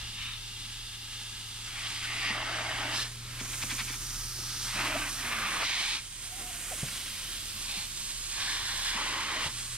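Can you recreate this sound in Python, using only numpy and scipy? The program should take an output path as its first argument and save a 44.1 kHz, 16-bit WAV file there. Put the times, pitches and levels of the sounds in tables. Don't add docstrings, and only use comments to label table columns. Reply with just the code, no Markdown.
import sys
import numpy as np
from scipy import signal
from scipy.fft import irfft
from scipy.io import wavfile
from scipy.ndimage import map_coordinates

SR = 44100
rng = np.random.default_rng(int(sys.argv[2]) if len(sys.argv) > 2 else 0)


def unload_wav(signal):
    wavfile.write(
        sys.argv[1],
        SR,
        np.round(np.clip(np.atleast_2d(signal).T, -1, 1) * 32767).astype(np.int16),
    )


N = 430857

# time_s, pitch_hz, level_db
BLOWER = [(0, 115.1, -52), (1.4, 111.8, -53), (2.85, 116.6, -47.5), (3.4, 119.9, -47), (4.1, 119.9, -50.5),
          (4.75, 120.4, -48), (6, 117.1, -62), (9.35, 115.6, -58.5), (9.55, 120.6, -51.5)]
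# multiple, level_db
BLOWER_ORDERS = [(1, 0), (2, -19.5), (3.5, -26)]
# time_s, engine_hz, engine_db, rumble_db
ENGINE = [(0, 32.6, -50.5, -62), (1.3, 33.4, -53.5, -65.5), (2.6, 32.84, -52, -60.5),
          (3.8, 34.06, -46.5, -60.5), (4.8, 34.8, -48, -59.5), (6, 34.7, -55, -65),
          (6.6, 34.93, -51, -61.5), (8.5, 33.82, -50.5, -64), (9.77, 33.8, -51, -62)]
# multiple, level_db
ENGINE_ORDERS = [(1, 1.5), (1.5, -17), (2.5, -9), (3, -16), (5, -23.5), (7, -20)]
# frequency_hz, density_db_per_hz
RUMBLE_COLOUR = [(20, -8), (60, 13.5), (100, 0.5), (170, 0.5), (250, -11.5), (400, -12.5), (900, -56)]

# time_s, rush_db, edge_db (re rush)
OPEN_AIR = [(0, -51, 5.5), (0.12, -56, 8), (1.1, -56.5, 8), (1.7, -53.5, 7), (3.2, -56, 4),
            (3.4, -49.5, -0.5), (4.1, -52, 4.5), (4.33, -53, 4), (4.55, -49, 6), (6.1, -56.5, 4),
            (6.4, -51.5, 1.8), (6.72, -49, -1), (6.9, -48.7, 4), (7.5, -52, 6.5), (8.1, -54.5, 6.5),
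            (9.77, -53.5, 5.5)]
# time_s, hiss_db, sizzle_db (re hiss)
LIP_JET = [(0, -54, -5.5), (1.1, -53.5, -5), (1.9, -48.5, -8.5), (2.25, -49, -9), (2.42, -52.5, -9),
           (2.9, -49, -7), (3.25, -54, -4.5), (3.55, -45, -3), (4.4, -48.5, 0), (4.73, -43, -6),
           (5.3, -47.5, -1), (5.6, -48.5, -4), (6.07, -49.5, -9), (6.4, -45.5, -5.5), (6.78, -41, -6.5),
           (7.25, -47, -2), (8.4, -45.5, -9), (8.88, -46.5, -5), (8.97, -47.5, -10), (9.35, -48.5, -8.5),
           (9.77, -44, -10)]
# frequency_hz, density_db_per_hz
OPEN_COLOUR = [(130, -10), (230, 0), (390, -4.5), (560, -6), (853, -4), (1220, 2.5), (1820, 3), (3220, 6),
               (5000, 4), (7000, -2.5), (10400, -28)]
ROAR_COLOUR = [(100, -10), (180, -11), (297, -8.5), (505, -14), (800, -5), (1200, 3), (2110, 3.5),
               (3980, 6.5), (6550, -1.5), (10000, -42)]
JET_COLOUR = [(3240, -8), (5500, 4.5), (7440, 1), (8910, 2.5), (11000, -5.5), (12300, -8), (15700, -18)]
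# time_s, centre_hz, level_db
REACH = [(3.4, 6230, -47.5), (4.05, 6100, -48), (4.35, 5200, -44.5), (4.7, 4730, -48), (4.9, 4510, -44)]
# [(centre_hz, width_hz, gain_db)]
OPEN_POSES = [(0, [(590, 130, -5), (880, 140, 8.5), (1090, 92, -3), (1220, 140, 5.5), (1480, 85, 0),
              (1670, 100, 6.5), (2070, 170, 5), (2805, 220, 8.5), (3260, 80, 6.5), (3600, 140, 9),
              (4040, 170, 3.5), (4810, 91, 7)]), (2.4, [(1520, 90, -3), (1940, 210, -3)]),
              (3.9, [(400, 160, 0.5), (590, 250, -5), (900, 120, 1.5), (1080, 120, -6), (1190, 370, 3),
              (2180, 1400, -6), (6140, 2000, 8)]), (6, [(1280, 110, -2.5), (3170, 775, 4), (3900, 125, 3),
              (5030, 510, 2.5)]), (7.5, [(1179, 430, 4.5), (1284, 135, -7), (6150, 600, -4.5)])]
MOUTH_POSES = [(0, [(1260, 120, 5), (1440, 130, -9), (1630, 210, 5), (2780, 560, 12.5), (3560, 290, 12)]),
               (1, [(510, 120, -6.5), (980, 335, -6), (1350, 90, -7.5), (1690, 240, -6), (3150, 645, 5.5),
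               (4770, 560, 4)]), (2.07, [(370, 87, -1), (526, 100, -13), (1120, 92, 6), (1620, 80, -12),
               (1900, 830, 12.5), (2870, 900, 9), (2920, 125, -6), (4360, 170, -7), (4600, 485, 6.5)]),
               (2.34, [(340, 170, 5), (503, 90, 0), (657, 120, 10), (840, 225, 6.5), (1790, 150, 2),
               (2200, 220, 4), (2430, 360, -6), (3000, 900, 5.5), (4380, 375, -5), (4670, 350, 6.5)]),
               (2.95, [(1740, 130, 7), (4130, 260, 3), (4700, 205, -5), (5100, 210, 7)]),
               (4, [(440, 70, -8), (610, 155, 6.5), (940, 200, 2), (1040, 65, -2.5), (1680, 480, -3.5),
               (2270, 95, -3.5), (3860, 75, 4.5)]), (5.15, [(554, 320, 5), (940, 370, -1), (1191, 170, 5),
               (1360, 190, -4), (3470, 470, 5), (4120, 205, 5), (5106, 150, 4)]), (5.64, [(480, 160, -5),
               (1380, 150, -7), (2320, 420, 6.5), (2570, 280, -1.5), (3380, 760, 0.5), (4690, 205, -2),
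               (5700, 1400, -5)]), (8, [(1060, 370, 5.5), (1320, 370, -8.5), (1690, 300, 6.5),
               (2610, 150, -6), (3080, 115, 2), (3480, 130, 4), (4580, 165, -6), (6200, 600, -9)]),
               (8.96, [(745, 170, -15), (820, 810, 13.5), (1320, 60, -5), (1990, 330, 6.5),
               (2340, 130, 2.5), (2790, 65, 3), (3090, 365, 6), (4520, 120, -7), (5670, 405, -6)])]
JET_POSES = [(0, [(8730, 400, 1), (12100, 500, -1)]), (3.4, [(8700, 500, 3), (12150, 600, 1)]),
             (5.45, [(8800, 790, 4.5), (11300, 1000, -3)]), (6.2, [(8800, 500, 3), (9700, 500, 1),
             (12300, 700, 3)]), (7.4, [(8400, 740, 3.5), (11900, 800, 3)])]

# start_s, level_db, pitch_hz, t60_s
BUMPS = [(0.021, -39, 62, 0.21), (3.412, -26, 260, 0.024), (3.64, -27, 270, 0.024),
         (3.723, -26.5, 260, 0.028), (3.812, -30, 236, 0.03), (3.902, -33, 277, 0.034),
         (4.388, -33, 380, 0.018), (7.559, -36, 227, 0.041), (7.77, -38, 188, 0.084),
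         (2.299, -35, 210, 0.1), (8.95, -35, 202, 0.081), (6.411, -31, 356, 0.023),
         (6.711, -32.5, 524, 0.03), (6.8302, -19.5, 141, 0.05), (6.872, -41, 190, 0.054),
         (9.4599, -23, 117, 0.03), (9.463, -32, 200, 0.029)]
# time_s, pitch_hz, level_db
MOANS = [
    [(4.735, 170, -53), (4.765, 210, -47), (4.795, 169, -49)],
    [(4.79, 301, -57), (4.89, 302, -49), (4.97, 300, -42), (5.09, 300, -57), (5.2, 255, -56),
     (5.36, 230, -51), (5.45, 207.7, -51.5), (5.6, 178.4, -55)],
]
# time_s, pitch_hz, level_db
SQUEAKS = [
    [(4.935, 570, -50), (4.955, 627, -45), (4.972, 775, -44.5), (4.99, 800, -50)],
    [(6.27, 683, -68), (6.395, 795, -55), (6.415, 725, -56), (6.495, 719, -58), (6.535, 685, -60),
     (6.58, 684, -59), (6.61, 743, -61), (6.67, 680, -60)],
    [(6.712, 770, -52), (6.73, 690, -58), (6.75, 490, -58)],
]
# peak_s, level_db, rise_s, fall_s, centre_hz
DABS = [(0.228, -41, 0.011, 0.011, 3600), (3.407, -35.5, 0.011, 0.0081, 2110),
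        (3.459, -40.5, 0.006, 0.005, 1700), (3.537, -33.5, 0.005, 0.0056, 2500),
        (3.632, -33.5, 0.012, 0.0058, 2700), (3.636, -30, 0.0021, 0.0015, 1600),
        (3.712, -31.5, 0.013, 0.015, 2380), (3.784, -32, 0.001, 0.001, 3000),
        (3.802, -30.5, 0.015, 0.012, 2360), (3.892, -36, 0.016, 0.02, 2470),
        (3.936, -39.5, 0.013, 0.017, 2330), (4.957, -48, 0.018, 0.021, 820),
        (5.624, -28, 0.017, 0.013, 1390), (5.648, -36, 0.01, 0.014, 5000),
        (6.845, -47, 0.0027, 0.004, 1100), (6.886, -35, 0.003, 0.003, 2200)]
# centre_hz, width_hz, gain_db
DAB_MODES = [(1290, 170, 5), (2360, 460, 17.5), (3420, 100, 22), (4770, 1600, 20)]

# start_s, end_s, attack_s, roar_db, swell_db_per_s, edge_db (re roar), hollow_db (re roar)
PRESSES = [(0.178, 0.36, 0.022, -45, -1, 2.5, -26), (1.702, 1.86, 0.082, -43.5, 24, -2, -16),
           (1.85, 1.995, 0.023, -41.5, 5, 0, -18.5), (2.02, 2.072, 0.023, -40, 8, -2.5, -20),
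           (2.065, 2.305, .02, -37.5, 25, -1, -11.5), (2.31, 2.95, 0.027, -37, 1.5, -6, -7.5),
           (2.935, 3.045, 0.03, -39, 0, -0.5, -11), (4.655, 4.77, 0.02, -42, 22, -1, -19),
           (4.776, 5.087, 0.038, -35, -25.5, -9, -10), (5.228, 5.62, 0.13, -35, 4, -8.5, -14),
           (5.639, 5.973, 0.012, -37, -5.5, 1.5, -16), (7.698, 7.83, 0.062, -47, 6, 7, -8.5),
           (8.39, 8.845, 0.1, -40.5, -8.5, 1.5, -13.5), (8.852, 8.957, .025, -38, 3, -1, -16),
           (8.96, 9.469, 0.07, -36.5, 1, -3, -9.5)]
# time_s, shift_semitones
MOUTH_TUNING = [(2.3, 0.52), (2.4, 0.047), (2.96, -0.089), (5.62, 0.11), (5.66, -0.7), (5.97, 0.48),
                (8.4, 0.3), (8.9, -0.25), (9.45, -0.062)]
# end_s, level_db, build_s
BREAKS = [(3.035, -37, 0.092), (5.97, -39, 0.16), (8.91, -42, 0.11), (9.48, -38, 0.05)]

# frequency_hz, left_lead_rad
PORT_PHASE = [(100, 0.4), (1000, 0.14), (3000, -0.76), (4600, -0.8), (6000, -1.45), (7900, -1.5),
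              (8900, -1.1), (10200, -0.9), (11500, -1.9), (13000, -1)]
# frequency_hz, left_re_right_db
PORT_BALANCE = [(100, 1.5), (1000, -1.9), (3000, 0), (5500, -2.5), (7500, -3.5), (8700, -10), (10400, -4.5),
                (12200, -8.3), (13800, -7.5), (15400, -11)]
# frequency_hz, direct_share (at relative distance 1)
DIRECT = [(30, 0.78), (120, 1), (500, 0.87), (1200, 0.83), (2800, 0.87), (4500, 0.68), (7000, 0.77),
          (10500, 0.68), (13000, 0.38), (15500, 0.3)]
# time_s, extra_right_lead_us, port_balance_share, relative_distance
BEARING = [(0, 13, 0.2, 1.7), (1.9, 9, 0.38, 1.1), (2.7, 9, 0.3, 1), (3.5, 8, 0.75, 1.3),
           (4.8, 2, 0.77, 0.68), (5.6, 16, 0.95, 1), (6.2, 20, 1.05, 1.2), (6.85, -8, 0.75, 1),
           (7.4, 14, 0.85, 1.1), (8.1, 26, 1.17, 1), (8.8, 30, 1.05, 1.1), (9.77, 13, 0.86, 0.92)]

FRAME, HOP, CUTOFF_HZ = 1024, 256, 15750
HOLLOW_HZ, THROAT_HZ, EDGE_HZ = (190, 800), (800, 2600), (2600, 6400)
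HISS_HZ, SIZZLE_HZ = (6500, 10500), (10500, 16500)
RELEASE_S = 0.044
BREAK_HISS_DB = -10.5
OPEN_HOLLOW_DB = -11.5
TIME = np.arange(N) / SR
FRAME_S = np.arange(-(-N // HOP) + 1) * HOP / SR
HZ = np.maximum(np.fft.rfftfreq(FRAME, 1 / SR), 1)[:, None]


def from_db(db):
    return 10 ** (np.asarray(db) / 20)


def rms_one(x):
    return x / np.sqrt(np.mean(x ** 2) + 1e-20)


def in_time(rows, t):
    time_s, *columns = np.transpose(rows)
    return [np.interp(t, time_s, column) for column in columns]


def at_hz(points):
    hz, value = np.transpose(points)
    return np.interp(np.log(HZ), np.log(hz), value)


def during(rows, t, fade_s=0.012):
    inside_s = np.minimum(t - rows[0][0], rows[-1][0] - t)
    return np.clip(inside_s / fade_s + .5, 0, 1)


def gate(start_s, end_s, attack_s, release_s):
    attack = 1 + np.tanh(2 * (FRAME_S - start_s) / attack_s)
    release = 1 + np.tanh(2 * (end_s - FRAME_S) / release_s)
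    return attack * release / 4


def drift(rate_hz):
    pole = np.exp(-80 * np.pi * rate_hz / SR)
    noise = rng.standard_normal(N // 40 + 2002)
    slow = signal.lfilter([1], [1, -2 * pole, pole * pole], noise)[2000:]
    return np.interp(np.arange(N) / 40, np.arange(len(slow)), rms_one(slow))


def tone(hz):
    return np.sqrt(2) * np.sin(2 * np.pi * (np.cumsum(hz) / SR + rng.random()))


def register(colour, edges_hz):
    low_hz, high_hz = edges_hz
    part = colour ** 2 / (1 + (low_hz / HZ) ** 12) / (1 + (HZ / high_hz) ** 12)
    return part / part.mean(axis=0)


def resonances(modes):
    power = 1
    for hz, width_hz, db in modes:
        power = power + from_db(db) ** 2 / (1 + (2 * (HZ - hz) / width_hz) ** 2)
    return np.sqrt(power)


def cavity(poses, shift_s=0.028):
    gains = []
    for _, modes in poses:
        gain_db = sum(db / (1 + (2 * (HZ - hz) / width_hz) ** 2) for hz, width_hz, db in modes)
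        gains.append(from_db(gain_db))
    gain = gains[0]
    for (start_s, _), following in zip(poses[1:], gains[1:]):
        moved = np.clip((FRAME_S - start_s) / shift_s + .5, 0, 1)
        gain = (1 - moved) * gain + moved * following
    return gain


def gliding_band(centre_hz, width_hz):
    band = np.exp(-((HZ - centre_hz) / width_hz) ** 2)
    return band / band.mean(axis=0)


def reflections(strength, count=6):
    ripple = 1
    depth = 2 * strength / (1 + strength ** 2)
    for delay_s, sway_hz, start in rng.uniform([.003, .05, 0], [.008, .3, 1], (count, 3)):
        path_s = delay_s + .00008 * np.sin(2 * np.pi * (sway_hz * FRAME_S + start))
        ripple = ripple * (1 + depth * np.cos(np.float32(2 * np.pi * HZ * path_s)))
    return ripple


def intake(colour, throat, hollow, edge):
    return (throat * register(colour, THROAT_HZ) + hollow * register(colour, HOLLOW_HZ)
            + edge * register(colour, EDGE_HZ))


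def eddies(drops_per_s, drops_db, flutter_db, flutter_hz):
    drops = (rng.random(N) < drops_per_s / SR) * rng.standard_normal(N)
    air = rng.standard_normal(N) + from_db(drops_db) * rms_one(drops)
    return rms_one(air * from_db(flutter_db * drift(flutter_hz)))


def radiate(source, power):
    noises = np.float32(np.vstack([source, rng.standard_normal((2, N))]))
    direct, room_left, room_right = signal.stft(noises, nperseg=FRAME, noverlap=FRAME - HOP)[2]
    lead_us, balance_share, distance = in_time(BEARING, FRAME_S)
    phase = np.float32(at_hz(PORT_PHASE) - 2 * np.pi * HZ * lead_us / 1e6)
    tilt = np.float32(from_db(at_hz(PORT_BALANCE) * balance_share / 2))
    share = np.float32(np.clip(at_hz(DIRECT), .01, 1)) ** np.float32(np.abs(distance))
    direct_gain, room_gain = np.sqrt(share), np.sqrt(1 - share)
    turned = direct * (np.cos(phase) + 1j * np.sin(phase))
    left = (direct_gain * turned + room_gain * room_left) * tilt
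    right = (direct_gain * direct + room_gain * room_right) / tilt
    centre = (tilt ** 2 + tilt ** -2 + 2 * share * np.cos(phase)) / 4
    ports = np.array([left, right]) * np.sqrt(np.float32(power) / centre)
    return signal.istft(ports, nperseg=FRAME, noverlap=FRAME - HOP)[1][:, :N]


def orders(hz, levels, waver_db=0.75):
    return sum(from_db(db + waver_db * drift(5.2)) * tone(hz * multiple) for multiple, db in levels)


def machine(blower_db=0.06, engine_db=-2.5, rumble_db=7.5):
    hz, db = in_time(BLOWER, TIME)
    blower_hz = hz * (1 + 0.0019 * drift(7.8))
    blower = from_db(db + blower_db + 0.34 * drift(6.2)) * orders(blower_hz, BLOWER_ORDERS)

    hz, db, _ = in_time(ENGINE, TIME)
    engine_hz = hz * (1 + 0.0112 * drift(4.3))
    engine = 0
    for multiple, order_db in ENGINE_ORDERS:
        gain = from_db(db + engine_db + order_db + 1.85 * drift(2.6))
        engine = engine + gain * tone(engine_hz * multiple)

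    floor = from_db(at_hz(RUMBLE_COLOUR)) ** 2
    level_db = in_time(ENGINE, FRAME_S)[-1] + rumble_db
    power = floor / floor.mean() * from_db(level_db) ** 2
    return blower + engine + radiate(rng.standard_normal(N), power)


def slurps(attack_s=0.041, release_s=0.0076):
    return sum(from_db(db) ** 2 * gate(end_s - build_s, end_s, attack_s, release_s)
               for end_s, db, build_s in BREAKS)


def open_air(sealed_db=-3.5, rush_db=3.0, seal_s=0.027):
    covered = sum(gate(start_s, end_s, seal_s, seal_s) for start_s, end_s, *_ in PRESSES)
    db, edge_db = in_time(OPEN_AIR, FRAME_S)
    flow = from_db(db + rush_db + sealed_db * covered) ** 2
    colour = from_db(at_hz(OPEN_COLOUR)) * cavity(OPEN_POSES)
    rush = intake(colour, flow, flow * from_db(OPEN_HOLLOW_DB) ** 2, flow * from_db(edge_db) ** 2)

    hiss_db, sizzle_db = in_time(LIP_JET, FRAME_S)
    lip = from_db(at_hz(JET_COLOUR)) * cavity(JET_POSES)
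    hiss = from_db(hiss_db) ** 2 + from_db(BREAK_HISS_DB) ** 2 * slurps()
    jet = hiss * (register(lip, HISS_HZ) + from_db(sizzle_db) ** 2 * register(lip, SIZZLE_HZ))

    reach_hz, reach_db = in_time(REACH, FRAME_S)
    reach_power = from_db(reach_db) ** 2 * during(REACH, FRAME_S)
    reach = reach_power * gliding_band(reach_hz, width_hz=1040)

    power = (rush + jet + reach) * reflections(strength=.055)
    return radiate(eddies(drops_per_s=460, drops_db=-10.0, flutter_db=1.3, flutter_hz=10.4), power)


def bumps(tail_db=-21, tail_t60_s=0.31, slap_db=-15, slap_t60_s=0.047, slap_hz=700):
    overtones = ((1, 0), (1.45, -8), (2.3, -16), (4.2, -21))   # ratio, level_db
    out = np.zeros(N)
    for start_s, db, hz, t60_s in BUMPS:
        start = int(start_s * SR)
        t = TIME[:min(SR // 2, N - start)]
        body = 0
        for ratio, mode_db in overtones:
            decay = from_db(mode_db - 60 * t * ratio / t60_s)
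            body = body + decay * np.sin(2 * np.pi * hz * ratio * t)
        band = signal.butter(2, [hz * 0.6, hz * 1.23], "band", fs=SR, output="sos")
        tail = rms_one(signal.sosfilt(band, rng.standard_normal(len(t))))
        tail = tail * from_db(tail_db - 60 * t / tail_t60_s)
        soft = signal.butter(2, slap_hz, fs=SR, output="sos")
        slap = rms_one(signal.sosfilt(soft, rng.standard_normal(len(t))))
        slap = slap * from_db(slap_db - 60 * t / slap_t60_s)
        onset = 1 - np.exp(-t / 0.0032)
        out[start:start + len(t)] += from_db(db) * (body + slap + tail) * onset
    return out


def rubbing(rows, jitter, rough_db, level_db):
    hz, db = in_time(rows, TIME)
    wavering = tone(hz * (1 + jitter * drift(108))) * from_db(rough_db * drift(30))
    return from_db(db + level_db) * during(rows, TIME) * rms_one(wavering)


def moans():
    return sum(rubbing(rows, jitter=0.0677, rough_db=2.5, level_db=-0.5) for rows in MOANS)


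def squeaks():
    return sum(rubbing(rows, jitter=0.0271, rough_db=4.0, level_db=5.0) for rows in SQUEAKS)


def dabs(level_db=-3.5, room_db=-7.0):
    out = np.zeros((2, N))
    t = TIME[:SR // 5] - TIME[SR // 10]
    for peak_s, db, rise_s, fall_s, hz in DABS:
        damped = resonances(DAB_MODES) / np.sqrt(1 + (HZ / hz) ** 4)
        power = register(damped, (hz / 2.7, hz * 4))
        mouth = np.roll(irfft(np.sqrt(power[:, 0])), FRAME // 2)
        air = rng.standard_normal(len(t)) + from_db(room_db) * rng.standard_normal((2, len(t)))
        burst = signal.fftconvolve(air, mouth[None], "same")
        swell = np.exp(-(t / np.where(t < 0, rise_s, fall_s)) ** 2 / 2)
        start = int((peak_s + t[0]) * SR)
        out[:, start:start + len(t)] += from_db(db + level_db) * swell * burst
    return out


def pressing(snag_db=0.54, snag_hz=12):
    throat = hollow = edge = 0
    snag = np.interp(FRAME_S, TIME, drift(snag_hz))
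    for start_s, end_s, attack_s, db, swell_db_per_s, edge_db, hollow_db in PRESSES:
        from_middle_s = np.clip(FRAME_S, start_s, end_s) - (start_s + end_s) / 2
        level_db = db + swell_db_per_s * from_middle_s + snag_db * snag
        roar = from_db(level_db) ** 2 * gate(start_s, end_s, attack_s, RELEASE_S)
        throat = throat + roar
        hollow = hollow + roar * from_db(hollow_db) ** 2
        edge = edge + roar * from_db(edge_db) ** 2
    return throat, hollow, edge


def retune(gain):
    stretch = 2 ** (in_time(MOUTH_TUNING, FRAME_S)[0] / 12)
    line, frame = np.indices(gain.shape)
    return map_coordinates(gain, [line / stretch, frame], order=1, mode="nearest")


def gurgle(depth_db, rate_hz, width_hz):
    line, frame = np.broadcast_arrays(HZ / width_hz, FRAME_S * rate_hz)
    slosh = map_coordinates(rng.standard_normal((200, 1000)), [line, frame], order=1, mode="mirror")
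    power = from_db(depth_db * rms_one(slosh) / (1 + (HZ / EDGE_HZ[0]) ** 4)) ** 2
    return power / power.mean()


def suction():
    throat, hollow, edge = pressing()
    colour = from_db(at_hz(ROAR_COLOUR)) * retune(cavity(MOUTH_POSES))
    power = intake(colour, throat, hollow, edge + slurps())
    power = power * reflections(strength=.06) * gurgle(depth_db=1.5, rate_hz=36, width_hz=170)
    return radiate(eddies(drops_per_s=650, drops_db=-12.5, flutter_db=0.96, flutter_hz=100), power)


def scene():
    return machine() + open_air() + bumps() + moans() + squeaks() + dabs() + suction()


def record(dry):
    return signal.sosfilt(signal.ellip(12, .1, 80, CUTOFF_HZ, fs=SR, output="sos"), dry)


dry = scene()
out = record(dry)
unload_wav(out)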